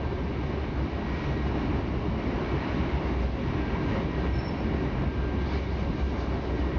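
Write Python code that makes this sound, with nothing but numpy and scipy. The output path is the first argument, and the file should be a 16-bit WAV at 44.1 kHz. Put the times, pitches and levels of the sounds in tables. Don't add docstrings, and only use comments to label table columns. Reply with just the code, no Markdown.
import sys
import numpy as np
from scipy import signal
from scipy.fft import rfft, irfft
from scipy.io import wavfile
from scipy.ndimage import uniform_filter1d

SR = 44100
rng = np.random.default_rng(int(sys.argv[2]) if len(sys.argv) > 2 else 0)


def to_wav(s):
    ch = np.atleast_2d(s).T
    pcm = np.round(np.clip(ch, -1, 1) * 32767)
    wavfile.write(sys.argv[1], SR, pcm.astype(np.int16))


def boost(x):
    u = np.asarray(x, float) / 20
    return 10 ** u


N = 299086

# time_s, rail_roughness_db, body_shaking_db
RIDE = [(0, -2, 0), (.5, -1, -3.5), (.85, 0, -3), (1.26, 2, -1.5), (1.45, 0, -0.5), (1.75, 1, 1.5),
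        (1.95, -2, 1), (2.1, -1, 0), (2.4, 3.5, 0), (2.75, 6, 0.5), (3.1, 1.5, 0), (3.5, 3, -1),
        (3.95, 3, -0.5), (4.5, 1, -1), (5.0, 0.5, -1), (5.6, -3, -2.5), (6.2, -4, -1), (6.78, -1.5, 1)]
PART_HZ = [
    170,
    600,
    2200,
    4500,
    6500,
]
PART_SHARES = [
    (0.11, 0.16, 0.47, 0.046, 1, .1),
    (0.26, 0.99, 0.98, .1, .1, 0.97),
    (0.82, 0.091, 1.0, 0.37, .02, .05),
    (0.51, .1, 0.26, 0.52, .01, .01),
    (.6, .05, 0.6, 0.61, .01, .01),
]
# frequency_hz, density_db
ROAR_SPECTRUM = [(47, -30), (80, -1), (162, -7), (387, -6.5), (477, -14), (964, -18), (1460, -25),
                 (2270, -26), (2540, -29.5), (2850, -30), (3190, -35), (3930, -38), (5640, -44),
                 (6570, -56), (7500, -68), (9750, -102), (16500, -120)]
# centre_hz, width_hz, gain_db
BODY_MODES = [(92, 11, 0.5), (125.8, 9.1, 4.5), (136, 6.4, 4.5), (157, 7.3, -0.5), (176, 38, 3),
              (198, 28, 1.5), (227, 11, -0.5), (245.3, 2.2, 4), (262.5, 5.9, 2), (294, 12, 3),
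              (311, 3.2, 6), (391.5, 13, 2.5), (410, 30, 1), (444.6, 4.8, 6.5), (463, 21, -2.5),
              (580, 13, 3), (520, 25, 1.5), (610, 22, 2.5), (691, 18, 4), (780, 21, 0.5), (939, 34, 3),
              (995, 19, 3), (1080, 40, 4), (2230, 25, 2.5), (2334, 230, 3), (2370, 42, -1), (2530, 140, -2),
              (2870, 200, 2), (3880, 580, 3.5), (5360, 200, -2)]
# middle_s, length_s, level_db
TRACK_MARKS = [(.64, 0.026, 3), (1.56, 0.035, 0.5), (1.88, 0.035, 0.5), (3.18, 0.061, -2),
               (3.23, 0.024, -0.5), (3.31, .1, -5), (3.97, 0.086, 0.5), (4.09, 0.11, -1.5),
               (4.26, 0.068, 1), (4.32, 0.071, -3), (4.85, 0.046, 2.5), (5.11, 0.067, -2),
               (5.55, 0.055, 3.5), (5.64, 0.053, 1), (6.06, 0.068, -4), (6.2, 0.063, -1), (6.29, 0.04, 0)]
# middle_s, length_s, level_db
NEAR_FOLIAGE = [(0.486, 0.12, 2), (1.24, 0.26, 5.5), (1.478, 0.028, 5), (1.614, 0.25, 3), (2.286, 0.13, 2),
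                (2.71, 0.11, 1), (2.817, .05, -1.5), (3.087, 0.066, 4), (3.23, 0.053, 5), (3.555, 0.12, 0),
                (3.931, 0.13, 5), (4.24, 0.12, 2), (4.365, 0.056, 1.5), (4.49, 0.048, -0.5),
                (5.418, 0.03, 3), (5.541, 0.24, 6.5), (5.805, 0.086, 6), (6.006, .06, 4),
                (6.087, 0.085, 3.5), (6.15, 1, 5.5), (6.206, 0.078, 6.5), (6.436, 0.11, 2),
                (6.605, 0.05, 6)]
# middle_s, length_s, level_db
FLOOR_HEAVES = [(0.318, 0.066, -3), (0.615, 0.11, -6), (1.249, 0.2, 0.5), (1.677, 0.11, 1),
                (2.057, 0.07, 2), (2.337, 0.09, 3.5), (2.784, 0.13, 2.5), (3.193, 0.12, -2.5),
                (3.379, .08, -1), (3.488, 0.091, 4), (3.764, 0.068, 4.5), (3.942, 0.089, 4), (4.076, .1, 0),
                (4.394, 0.25, 2.5), (4.7, 0.13, 3.5), (4.985, 0.091, 3.5), (5.187, .06, 3),
                (5.365, 0.063, 3.5), (5.65, .08, -3), (5.92, 0.29, 2.5), (6.195, .06, 0),
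                (6.445, 0.08, -2.5), (6.6, .2, 1.5)]
# middle_s, length_s, level_db
WALL_KNOCKS = [(.32, .08, 2.5), (0.55, .15, 2.5), (0.787, .05, 4), (1.05, .2, 1), (1.383, .1, -2),
               (1.554, .08, 1.5), (1.79, .06, 1), (1.88, .1, -4.5), (2.047, .08, 1), (2.758, .15, -2),
               (3.05, .12, 2), (3.322, .06, 0.5), (3.422, .05, -5.5), (3.76, .1, 2), (3.979, .1, 3),
               (4.366, .1, -3.5), (4.746, .1, 1.5), (4.87, .06, 2.5), (5.039, .06, 3.5), (5.36, .1, 3),
               (5.652, .15, -2.5), (6.045, .08, 1.5), (6.172, .06, 2.5), (6.335, .08, 1.5)]
# middle_s, length_s, peak_db, pitch_hz
BOOM_SWELLS = [(0.092, 0.17, -31, 71), (0.261, 0.13, -32, 64.7), (0.451, 0.27, -34, 67.1),
               (0.621, .1, -33, 70.5), (0.796, 0.16, -30, 67), (0.953, 0.15, -32, 66),
               (1.13, 0.15, -31, 64.8), (1.449, 0.23, -28.5, 67.7), (1.588, 0.019, -34, 65.7),
               (1.771, 0.21, -30, 67.5), (1.963, 0.083, -27.5, 67.2), (2.153, 0.17, -37, 67.6),
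               (2.401, 0.16, -36, 65.1), (2.575, 0.18, -35.5, 66.2), (2.766, 0.15, -28.5, 67.7),
               (2.943, 0.074, -25, 66.3), (3.198, 0.35, -25.5, 61.87), (3.481, 0.065, -42, 63.3),
               (3.642, 0.091, -27.5, 67.7), (4.003, 0.07, -25.5, 68.1), (4.159, 0.15, -31, 63.5),
               (4.307, 0.17, -25.5, 63.4), (4.683, 0.11, -28, 64.7), (4.825, 0.13, -31.5, 63.2),
               (5.081, 0.028, -22, 65.7), (5.231, 0.27, -30, 66.3), (5.421, 0.16, -29, 67.26),
               (5.579, 0.11, -24, 65.86), (5.763, 0.16, -27.5, 65.4), (6.041, 0.062, -21.5, 65.96),
               (6.268, 0.45, -32, 64.16), (6.5, .1, -34, 65.5), (6.648, 0.12, -29, 64.5),
               (6.78, 0.056, -24, 64.1)]
# centre_hz, width_hz, unevenness, level_db
HUM_MODES = [
    (218, 10, .4, -2.5),
    (548, 30, 1.5, -5.5),
    (395, 70, 2.5, -3),
    (138, 25, .8, -3),
    (290, 50, 2, -3),
    (100, 18, .8, -3),
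    (255, 24, 1.2, -3),
]
# middle_s, length_s, peak_db
HUM_LOW = [(0.538, .08, -34.5), (1.023, 0.13, -41.5), (1.24, 0.094, -42), (1.657, 0.52, -37.5),
           (2.186, 0.25, -34.5), (2.75, 0.11, -45), (3.226, 0.059, -34), (3.743, 0.13, -34),
           (3.992, 0.095, -33), (4.362, 0.12, -37.5), (4.684, 0.11, -30), (5.071, 0.14, -40.5),
           (5.452, 0.24, -38.5)]
HUM_HIGH = [(.17, 0.23, -44), (.44, 0.057, -45), (1.62, 0.36, -51), (2.15, .12, -43), (2.799, 0.098, -44),
            (3.23, 0.039, -34), (3.382, 0.067, -29), (3.74, 0.088, -50), (3.98, 0.07, -29),
            (4.24, 0.05, -33.5), (5.6, 0.16, -42), (5.85, 0.076, -38), (6.14, 0.15, -40.5),
            (6.4, 0.17, -39), (6.72, 0.1, -45)]
HUM_MID = [(.3, 0.091, -50), (.55, 0.26, -36.5), (.95, 0.091, -42), (1.32, 0.32, -43), (2.05, 0.13, -37),
           (3.0, 0.24, -52), (3.45, 0.11, -40), (4.0, 0.11, -52), (4.25, 0.11, -49), (4.9, 0.22, -40.5),
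           (5.3, 0.11, -64), (6.3, 0.16, -37.5)]
HUM_DEEP = [(.5, 0.19, -37), (1.3, 0.091, -26), (2.1, 0.15, -51), (2.55, 0.21, -32.5), (2.97, 0.22, -35),
            (3.55, 0.1, -33.5), (3.8, 0.14, -38), (4.4, 0.11, -29.5), (4.68, 0.09, -44), (5.03, .1, -33),
            (6.3, 0.099, -46)]
HUM_DOOR = [(.45, 0.14, -51), (0.86, 0.13, -32.5), (1.677, 0.17, -33.5), (2.346, .15, -44),
            (2.726, .16, -37.5), (3.604, 0.16, -37), (3.85, 0.23, -43.5), (4.005, 0.056, -38),
            (4.819, .14, -36), (5.351, .15, -37), (6.647, 0.25, -35.5)]
HUM_FLOOR = [(.7, .08, -37), (1.5, 0.071, -36), (1.78, 0.19, -29), (2.76, 0.12, -38), (3.55, 0.11, -45),
             (3.95, .15, -35), (4.6, .12, -41), (5.5, 0.17, -41.5), (6.05, .1, -43), (6.72, .1, -36)]
HUM_SEAT = [(1.1, .12, -42), (1.75, 0.13, -40), (2.3, 0.13, -41), (2.75, 0.31, -39.5), (3.4, 0.23, -44.5),
            (3.95, 0.22, -38), (4.55, 0.13, -38), (5.35, 0.18, -37), (5.9, .12, -41)]
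WHEEL_HZ = [
    1584.6,
    1900.6,
]
# middle_s, length_s, peak_db
SING_LOW = [(0.05, 0.6, -49.5), (.45, 0.42, -60), (0.752, .25, -58), (1.05, 0.1, -54), (1.402, 0.25, -52),
            (1.72, .2, -62), (2.468, 0.12, -51), (2.72, .1, -57), (2.97, 0.13, -52), (3.247, 0.16, -54),
            (3.678, 0.21, -45), (3.864, .16, -50), (4.2, 0.21, -48), (4.403, 0.21, -51.5),
            (4.65, 0.37, -56), (4.9, .25, -54.5), (5.098, 0.22, -49), (5.235, 0.15, -50),
            (5.452, 0.37, -48.5), (5.801, 0.19, -50.5), (6.021, .3, -52.5), (6.301, 0.22, -54),
            (6.521, 0.14, -52), (6.717, 0.19, -50.5)]
SING_HIGH = [(0.46, 0.2, -54), (.7, .3, -58.5), (1.0, 0.15, -55), (1.2, 0.26, -46.5), (1.39, .16, -49),
             (1.58, 0.25, -54.5), (1.85, .15, -57), (2.25, 0.21, -53), (2.55, 0.2, -48.5),
             (2.76, 0.14, -54), (3.55, 0.2, -47.5), (3.75, .25, -50), (3.94, 0.1, -46), (4.22, 0.3, -46.5),
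             (4.5, .3, -55.5), (4.78, .15, -54), (4.91, 0.12, -50), (5.35, 0.25, -55), (5.65, .3, -57),
             (6.4, .2, -56), (6.62, 0.2, -49), (6.76, .1, -54)]
# slip_s, peak_db
SLIPS = [(4.336, -53), (4.3566, -51), (4.372, -66), (4.3875, -45), (4.402, -53), (4.418, -54),
         (4.4323, -54), (4.449, -49), (4.4618, -50), (4.4815, -45), (4.497, -65), (4.509, -59),
         (4.522, -57), (4.546, -62), (4.575, -57), (4.6001, -56), (4.6194, -62), (4.69, -68)]
# middle_s, length_s, peak_db
TWIG_SWISHES = [(5.415, .02, -60), (5.47, .05, -55), (5.55, .08, -52), (5.72, .12, -60), (5.99, .04, -63),
                (6.1, 0.055, -61), (6.21, .04, -58), (6.33, .06, -58), (6.45, .05, -62)]


def evened(x):
    return x / np.sqrt(np.mean(abs(x) ** 2) + 1e-20)


def columns(rows, t):
    time_s, *values = np.transpose(rows)
    return [np.interp(t, time_s, v) for v in values]


def bumps(rows, heights, t):
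    grid = np.linspace(t[0], t[-1], num=3000)
    humps = [np.exp(-abs(2 * (grid - row[0]) / row[1]) ** 2.0) for row in rows]
    return np.interp(t, grid, heights @ np.array(humps))


def level_bumps(rows, t):
    return bumps(rows, np.transpose(rows)[2], t)


def spells(rows, t, rest_db):
    return boost(rest_db) + bumps(rows, boost(np.transpose(rows)[2]), t)


def drift(width_hz):
    r = np.exp(-np.pi * width_hz / SR)
    z = rng.standard_normal(N + SR) + 1j * rng.standard_normal(N + SR)
    for _ in range(2):
        z = signal.lfilter([1], [1, -r], z)
    return evened(z[SR:])


def note(hz, fuzz, width_hz):
    turn = np.exp(2j * np.pi * np.cumsum(hz * np.ones(N)) / SR)
    return evened((turn * (1 + fuzz * drift(width_hz))).real)


def noise_band(centre_hz, width_hz):
    hz = np.fft.rfftfreq(N, 1 / SR)
    band = np.exp(-((hz - centre_hz) / width_hz) ** 2)
    return evened(irfft(rfft(rng.standard_normal(N)) * band, N))


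def roar(level_db=-29, patchy_db=0.73, jolt_db=0.13):
    size, hop = 1024, 256
    frames = N // hop + 16
    hz = np.fft.rfftfreq(size, 1 / SR)
    real, imag, patches = rng.standard_normal((frames, len(hz), 3)).T
    t = (np.arange(frames) * hop - size) / SR
    event_tables = (TRACK_MARKS, NEAR_FOLIAGE, FLOOR_HEAVES, WALL_KNOCKS)
    events_db = [level_bumps(rows, t) for rows in event_tables]
    parts_db = np.array(PART_SHARES) @ np.array(columns(RIDE, t) + events_db)
    blend = [np.interp(np.log(hz + 1), np.log(PART_HZ), one) for one in np.eye(len(PART_HZ))]
    patches = uniform_filter1d(patches, size=10, axis=0)
    patches = evened(uniform_filter1d(patches, size=14, axis=1))
    jolts = evened(uniform_filter1d(rng.standard_normal(frames), size=8))
    frame_db = np.transpose(blend) @ parts_db + patchy_db * patches + jolt_db * jolts
    spectra = (real + 1j * imag) * boost(frame_db)
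    shaking = signal.istft(spectra, nperseg=size, noverlap=size - hop)[1]

    hz = np.fft.rfftfreq(len(shaking), 1 / SR)
    curve_hz, curve_db = np.transpose(ROAR_SPECTRUM[1:])
    colour_db = np.interp(np.log(hz + 1), np.log(curve_hz), curve_db)
    for mode_hz, width_hz, gain_db in BODY_MODES:
        colour_db += gain_db / (1 + (2 * (hz - mode_hz) / width_hz) ** 2)
    coloured = irfft(rfft(shaking) * boost(colour_db), len(shaking))
    return boost(level_db) * evened(coloured[size:size + N])


def boom(t, gain_db=-3, rest_db=-46):
    middle_s, _, _, pitch_hz = np.transpose(BOOM_SWELLS)
    air = note(np.interp(t, middle_s, pitch_hz), fuzz=.22, width_hz=25)
    return boost(gain_db) * spells(BOOM_SWELLS, t, rest_db) * air


def hum(t, rest_db=-59):
    tables = (HUM_LOW, HUM_HIGH, HUM_MID, HUM_DEEP, HUM_DOOR, HUM_FLOOR, HUM_SEAT)
    out = np.zeros(N)
    for (hz, width_hz, fuzz, level_db), rows in zip(HUM_MODES, tables):
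        out += boost(level_db) * spells(rows, t, rest_db) * note(hz, fuzz, width_hz)
    return out


def wheels(t, gain_db=-3.5, rest_db=-69, waver_hz=2):
    out = np.zeros(N)
    for hz, rows in zip(WHEEL_HZ, (SING_LOW, SING_HIGH)):
        tone = note(hz + waver_hz * drift(3).real, fuzz=.22, width_hz=22)
        out += spells(rows, t, rest_db) * tone
    return boost(gain_db) * out


def squeak(t, gain_db=-2):
    base_hz, rise_hz, tight_s, tighten_s = 5360, 50, 4.428, .018
    swell_s, scatter_hz, sister_hz, sister_share = .0046, 7, 65, .3
    tight = (1 + np.tanh((t - tight_s) / tighten_s)) / 2
    turns = np.cumsum(base_hz + rise_hz * tight) / SR
    out = np.zeros(N)
    chances = rng.standard_normal((len(SLIPS), 3))
    for (slip_s, peak_db), (pitch, phase, sister_phase) in zip(SLIPS, chances):
        centre = round(slip_s * SR)
        at = slice(centre - SR // 20, centre + SR // 10)
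        u = np.maximum(t[at] - slip_s + 1.3 * swell_s, 0) / swell_s
        turn = 2 * np.pi * (turns[at] + scatter_hz * pitch * u * swell_s)
        sister_turn = turn - 2 * np.pi * sister_hz * u * swell_s + 2 * sister_phase
        sister = sister_share * (1 - tight[at] / 2) * np.cos(sister_turn)
        ring = np.cos(turn + phase / 2) + sister
        out[at] += boost(peak_db + gain_db) * (u / 2) ** 2 * np.exp(2 - u) * ring
    return np.sqrt(2) * out


def trees(t, open_db=-80):
    hiss = noise_band(centre_hz=5900, width_hz=900)
    return boost(open_db + 1.2 * level_bumps(NEAR_FOLIAGE, t)) * hiss


def twigs(t, rest_db=-90):
    return spells(TWIG_SWISHES, t, rest_db) * noise_band(centre_hz=4300, width_hz=1000)


def scene():
    t = np.arange(N) / SR
    mix = roar() + boom(t) + hum(t) + wheels(t) + squeak(t) + trees(t) + twigs(t)
    return mix[None]


def low_pass(x):
    return signal.sosfilt(signal.butter(12, 7650, fs=SR, output="sos"), x)


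def record(dry):
    knee, bass_cut_hz, top_hz, pad = .25, 41, 7350, 4096
    soft = knee * np.tanh(dry / knee)
    soft = np.pad(soft, [(0, 0), (pad, pad)], "reflect", reflect_type="odd")
    hz = np.fft.rfftfreq(N + 2 * pad, 1 / SR) + 1
    response = 1 / np.sqrt((1 + (bass_cut_hz / hz) ** 9.1) * (1 + (hz / top_hz) ** 50))
    mix = irfft(rfft(soft) * response, N + 2 * pad)[:, pad:-pad]
    return low_pass(mix)


dry = scene()
out = record(dry)
to_wav(out)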